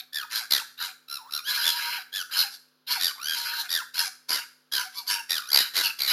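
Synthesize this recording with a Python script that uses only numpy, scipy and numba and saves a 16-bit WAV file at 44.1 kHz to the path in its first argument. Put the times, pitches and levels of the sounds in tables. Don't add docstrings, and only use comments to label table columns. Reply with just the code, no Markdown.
import sys
import numpy as np
from scipy import signal
from scipy.fft import rfft, irfft
from scipy.io import wavfile
from scipy.ndimage import uniform_filter1d
from numba import njit

SR = 44100
rng = np.random.default_rng(int(sys.argv[2]) if len(sys.argv) > 2 else 0)


def level_to_linear(level):
    exponent = np.asarray(level, float) / 20
    return 10 ** exponent


def put_to_file(sound):
    columns = np.atleast_2d(sound).T
    safe = np.clip(columns, -1, 1)
    whole_steps = np.round(safe * 32767)
    wavfile.write(sys.argv[1], SR, whole_steps.astype(np.int16))


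N = 269892
T = np.arange(N) / SR

# centre_hz, width_hz, level_db
MOUTH_MODES = [(2704, 101, -7), (3595, 630, 4), (4278, 307, 10), (4917, 176, 8.5), (5453, 447, 0.5),
               (6615, 350, -10.5)]


def unit(x):
    return x / np.sqrt(np.mean(x ** 2))


def ramp(x):
    return np.clip(x, 0, 1)


def coloured(x, gain):
    return irfft(rfft(x) * gain(np.fft.rfftfreq(N, 1 / SR) + 1), N)


def shaped(x, points):
    hz, db = np.transpose(points)
    return coloured(x, lambda f: level_to_linear(np.interp(np.log(f), np.log(hz), db)))


def noise(points):
    return unit(shaped(rng.standard_normal(N), points))


def walk(rate_hz):
    k = max(int(SR / 16 / rate_hz), 2)
    coarse = rng.standard_normal(N // 16 + 2)
    coarse = unit(uniform_filter1d(uniform_filter1d(coarse, k), k))
    return np.interp(np.arange(N) / 16, np.arange(len(coarse)), coarse)


@njit
def band(x, hz, width_hz):
    y, b, l = np.empty(len(x)), np.zeros(2), np.zeros(2)
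    for i in range(len(x)):
        g, k, u = np.tan(np.pi * hz[i] / SR), width_hz / hz[i], x[i]
        for s in range(2):
            v = (b[s] + g * (u - l[s])) / (1 + g * (g + k))
            b[s], l[s], u = 2 * v - b[s], l[s] + 2 * g * v, k * v
        y[i] = u
    return y


def resonate(x, modes, stretch, patchy_db):
    out = 0
    stretch = stretch * (1 + 0.012 * walk(18))
    for hz, width_hz, db in modes:
        gain = level_to_linear(db + patchy_db * walk(38)) / np.sqrt(width_hz)
        out = out + gain * band(x, hz * stretch, 3.11 * width_hz)
    return unit(out)


def calls(rows, length_column, fade_s):
    which = np.maximum(np.searchsorted(rows[:, 0], T) - 1, 0)
    since_s, length_s = T - rows[which, 0], rows[which, length_column]
    gate = ramp(np.minimum(since_s, length_s - since_s) / fade_s)
    return which, since_s, gate, rows[which, 1:].T


def flap_count(which, since_s, flap_hz):
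    count = np.cumsum(flap_hz) / SR
    opens_s = np.clip(T - since_s + .009, 0, T[-1])
    return count - np.interp(opens_s, T, count) + 1000 * which


def flutter(flaps, depth, sharp):
    puff = (.5 + .5 * np.cos(2 * np.pi * flaps)) ** sharp
    depth = ramp(depth)
    shape = 1 - depth + depth * puff
    return shape / np.sqrt(uniform_filter1d(shape ** 2, size=1500))


def night():
    # hz, level_db_per_hz
    air = [(24, -78.5), (40, -49.5), (269, -19.5), (321, -11.5), (438, -13.5), (653, -20), (1420, -11),
           (1980, -23), (4300, -16), (8000, -43), (10400, -67.5), (17600, -120)]
    # hz, level_db
    hum = [(152, -83), (253.2, -76), (456, -84), (558, -86.5)]
    tones = sum(level_to_linear(db) * np.sqrt(2) * np.sin(2 * np.pi * hz * T) for hz, db in hum)
    return level_to_linear(-71) * noise(air) + tones


def screecher():
    # start_s, length_s, hiss_and_whistle_db, reed_db, rasp_db
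    screeches = [(-.12, 0.17, -46, -66, -49), (.295, 0.17, -27, -50, -37.5), (.77, .16, -30.5, -51, -39.5),
                 (1.455, 0.58, -28.5, -52, -36.5), (2.305, .19, -26, -42.5, -34.5),
                 (2.497, .085, -31.5, -49.5, -53), (2.865, 0.16, -28.5, -41.5, -33.5),
                 (3.31, .375, -30.5, -49.5, -38.5), (3.935, 0.16, -21.5, -43.5, -33.5),
                 (4.28, 0.17, -33, -51, -38.5), (4.74, .15, -32.5, -39, -41.5),
                 (4.915, 0.16, -36.5, -56, -58), (5.06, 0.16, -24, -40.5, -33.5),
                 (5.575, 0.12, -30.5, -56.5, -32), (5.8, 0.12, -20.5, -44.5, -31),
                 (6.065, 0.24, -23, -50, -31.5)]
    # flutter_depth_0_1, whistle_hz, whistle_db, reed_sag_hz, reed_third_multiple_db
    manner = [(0.51, 3800, -15, 200, -14), (0.5, 4080, -7, 230, -7), (0.5, 4000, -4, 220, -1.5),
              (0, 4100, 0, 220, -2.5), (.4, 4130, -2.5, 170, 0.5), (0.4, 4500, -18, 230, -18),
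              (0.06, 4250, 1, 220, -2.5), (0, 4100, -2.5, 200, -8), (0.54, 4200, -5.5, 190, -2),
              (0.06, 4620, -1, 15, 8), (0.2, 4300, -10, 220, -8), (0, 4300, -29, 200, -12),
              (0.5, 4600, -6.5, 10, 1), (0, 4020, 9, 8.9, -12), (0.5, 4400, -2.5, 60, 13),
              (0.1, 4000, 3, 15, -16)]
    # centre_hz, width_hz, level_db
    throat_modes = [(1397, 31, -10), (1658, 133, 7.5), (2363, 340, 6)]
    which, since_s, gate, columns = calls(np.c_[screeches, manner], length_column=1, fade_s=0.013)
    length_s, hiss_db, reed_db, rasp_db, depth, whistle_hz, whistle_db, sag_hz, third_db = columns
    left_s = length_s - since_s
    rising, ending = ramp(1 - since_s / 0.044), ramp(1 - left_s / 0.079)

    def breathed(db, swell_db, fade_db, tire_db_per_s):
        return db - swell_db * rising - fade_db * ending - tire_db_per_s * ramp(since_s)

    reed_db = breathed(reed_db, 27, 5, -17.5)
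    rasp_db = breathed(rasp_db, 11, 12.5, -6)
    hiss_db = breathed(hiss_db, 14, 18, 8)

    sag = ramp(3.2 * (1 - left_s / .06))
    reed_hz = 950 + 70.26 * np.exp(-ramp(since_s) / .05) - sag_hz * sag
    reed_hz = reed_hz * (1 + 0.017 * walk(12))
    flaps = flap_count(which, since_s, 97.8 * (1 + 0.14 * walk(15)))
    phase = 2 * np.pi * np.cumsum(reed_hz * (1 + .015 * walk(86.2))) / SR
    first = level_to_linear(5.1 * walk(43)) * np.sin(phase)
    third = level_to_linear(third_db + 1.5 + 3.8 * walk(90)) * np.sin(3 * phase + 1.6 * walk(300))
    sag_gain = (reed_hz / 960) ** 3.5
    reed = np.sqrt(2) * sag_gain * (first + third)

    chaos = rng.standard_normal(N) * (.5 + .5 * np.cos(phase)) ** 2.4 * level_to_linear(1.4 * walk(160))
    whistle_hz = whistle_hz * (1 - .08 * rising ** 2)
    waver = 1 + 0.016 * (walk(17) + 2.3 * walk(500))
    whistle = np.sin(2 * np.pi * np.cumsum(whistle_hz * waver) / SR) * level_to_linear(1.63 * walk(55))
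    whistle = whistle * (1 + 0.96 * np.cos(phase))
    jaw = whistle_hz / 4177
    hiss = resonate(chaos, MOUTH_MODES, jaw, patchy_db=5.5) + level_to_linear(whistle_db) * whistle
    rasp = resonate(chaos, throat_modes, 0.97, patchy_db=2.5)
    airy = level_to_linear(rasp_db) * rasp + level_to_linear(hiss_db - 1.5) * hiss
    return gate * (level_to_linear(reed_db) * reed + flutter(flaps, depth, 3.) * airy)


def chatterer():
    # start_s, turn_after_s, length_s, turn_hz, far_end_hz
    yelps = [(.124, .031, .13, 1776, 950), (.295, .03, .047, 1800, 1497), (.501, .012, .125, 2074, 916.5),
             (1.077, 0.047, .11, 1379, 1232), (1.188, .047, .113, 880, 1330),
             (1.302, .045, .105, 1395, 1130), (1.435, .055, .065, 1690, 1300),
             (1.622, .05, .088, 1750, 1600), (2.121, .036, .108, 1715, 1330), (2.29, .04, .045, 1680, 1350),
             (2.992, .038, .13, 1900, 1000), (3.152, .16, .2, 1620, 780), (3.685, .045, .145, 1900, 900),
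             (4.285, .015, .115, 2254, 1502), (4.715, 0.0122, .105, 1654, 1402),
             (4.935, .05, 0.075, 1172, 950), (5.288, .015, .108, 1870, 1336),
             (5.396, .045, .113, 1215, 1700), (5.51, .035, .11, 2162, 1650),
             (5.737, 0.034, .083, 2052, 1939), (5.983, 0.023, .14, 2234, 1548)]
    # fundamental_db, overtones_db, roughness_0_1, flutter_depth_0_1
    manner = [(-36.5, -30, .25, .89), (-39, -48, .46, 0.54), (-30.5, -20.5, 0.76, 0.94),
              (-43.5, -34.5, .3, .93), (-47, -72, .15, 0.2), (-42, -30, 0.43, 0.93), (-35, -29.5, .15, 0),
              (-33, -20.5, .45, 0.84), (-36, -29, 0.3, 0.72), (-40.5, -54.5, 0.7, 0.8),
              (-34.5, -22.5, 0.61, .79), (-36.5, -28.5, 0.29, 0.87), (-34, -25.5, .5, 0.79),
              (-33, -23, .85, 0.74), (-33, -26.5, 0.6, 0.76), (-47.5, -41, .15, 0.4),
              (-34, -23.5, 0.6, .84), (-46, -47, .2, 0.9), (-29, -16.5, .82, 0.99), (-29, -22, 0.8, 0.6),
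              (-36.5, -27, .7, 0.81)]
    turn_flap_hz = [76, 75, 75, 71, 50, 76, 75, 84, 98, 75, 90, 80, 88, 78, 70, 70, 88, 55, 72, 92, 70]
    # hz, level_db
    overtone_colour = [(2000, 12), (2750, -7.5), (3400, -2.5), (4200, 2.5), (5050, -7), (5600, 5.5),
                       (6500, -15.5), (7600, -4)]
    which, since_s, gate, columns = calls(np.c_[yelps, manner, turn_flap_hz], length_column=2, fade_s=0.0016)
    turn_s, length_s, turn_hz, far_hz, low_db, high_db, rough, depth, flap_hz = columns
    rough = ramp(rough)
    bend = ramp(np.abs(since_s - turn_s) / np.maximum(turn_s, length_s - turn_s)) ** 2.0
    glide_hz = turn_hz + (far_hz - turn_hz) * bend

    octaves = np.log2(glide_hz / turn_hz)
    attack_db = 15 * ramp(1 - since_s / (.022 + .7 * turn_s)) ** 2
    attack_db = attack_db * (far_hz < turn_hz)
    low_db = low_db + 7.5 * octaves - attack_db
    high_db = high_db + 29 * octaves - attack_db

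    flaps = flap_count(which, since_s, flap_hz * (glide_hz / turn_hz) ** 1.05)
    puff_s = np.interp(np.round(flaps), flaps, T)
    hz = np.interp(T + 1.03 * ramp(depth) * (puff_s - T), T, glide_hz)
    phase = 2 * np.pi * np.cumsum(hz * (1 + 0.0514 * rough * walk(400))) / SR

    at_hz, colour_db = np.transpose(overtone_colour)
    gains_db = np.interp(np.outer((2, 3, 4), hz), at_hz, colour_db).reshape(3, N)
    gains = level_to_linear(gains_db + np.outer((0, 1, 1), -32 * np.log2(turn_hz / 1450)))
    overtones = 0
    for k, gain in enumerate(gains, 2):
        overtones = overtones + gain * (k * hz < 7600) * level_to_linear(1.7 * walk(46)) * np.sin(k * phase)
    overtones = overtones * np.sqrt(2 / np.sum(gains ** 2, axis=0))

    breath = rng.standard_normal(N) * (1 + 0.3 * np.cos(phase))
    throat = 1 / np.sqrt(1 + ((hz - 1620) / 800) ** 2)
    tone = level_to_linear(2.9 * walk(53)) * throat * np.sin(phase + 0.69 * walk(300))
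    growl = noise([(300, -40.0), (600, -30.0), (1000, -10.0), (1600, 1.5), (2300, -16.5), (4000, -13.5)])
    low = np.sqrt(2 - 2 * rough ** 2) * tone + rough * growl
    mouth_breath = resonate(breath, MOUTH_MODES, 0.95, patchy_db=3.5)
    high = np.sqrt(1 - rough) * overtones + np.sqrt(rough) * mouth_breath
    thump = noise([(50, -22), (120, -39.5), (300, 0.5), (700, -1.5), (1000, 1.5), (2000, -27.0)])
    high = high + level_to_linear(-46 + 31.5 * rough) * thump
    low = level_to_linear(low_db) * flutter(flaps, 0.7 * depth, 0.59) * low
    return gate * (low + flutter(flaps, depth, 3.2) * level_to_linear(high_db) * high)


def street(x):
    # t60_s, level_db
    fronts = [(0.298, -10.5), (0.901, -29.5)]
    # hz, level_db
    echo_colour = [(300, -10), (950, -2), (1500, 7), (3000, -2.5), (5000, 1), (8000, 8)]
    s = T[:SR]
    tail = sum(level_to_linear(db) * unit(np.exp(-np.log(1000) * s / t60_s)) for t60_s, db in fronts)
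    tail = tail * (s > .008)
    echoes = signal.fftconvolve(x, rng.standard_normal(SR) * tail / np.sqrt(SR))[:N]
    return x + shaped(echoes, echo_colour)


def spill(foxes):
    # hz, level_db_per_hz
    spill_colour = [(18, -53), (30, -14.5), (226, -15), (367, -14.5), (547, -14), (838, -11), (900, -19.5),
                    (1170, -35), (1980, -120)]
    loudness = np.sqrt(np.abs(uniform_filter1d(foxes ** 2, size=300)))
    return level_to_linear(-31.5) * loudness * noise(spill_colour)


def scene():
    foxes = street(chatterer() + screecher()) * level_to_linear(0.5)
    return (foxes + spill(foxes) + night())[None]


def low_pass(x):
    return signal.sosfilt(signal.butter(12, 16150, fs=SR, output="sos"), x)


def record(dry):
    camera_hz = 16195
    base = coloured(dry[0], lambda f: ramp((camera_hz / 2 - f) / 500))
    held = coloured(base, lambda f: level_to_linear(0.85) * np.clip(f / np.abs(camera_hz - f), .12, 1))
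    mirrored = 2 * held * np.cos(2 * np.pi * camera_hz * T)
    image = coloured(mirrored, lambda f: (f > camera_hz / 2) & (f < camera_hz))
    mix = 0.86 * np.tanh((base + image) / 0.96)
    return low_pass(mix[None])


dry = scene()
out = record(dry)
put_to_file(out)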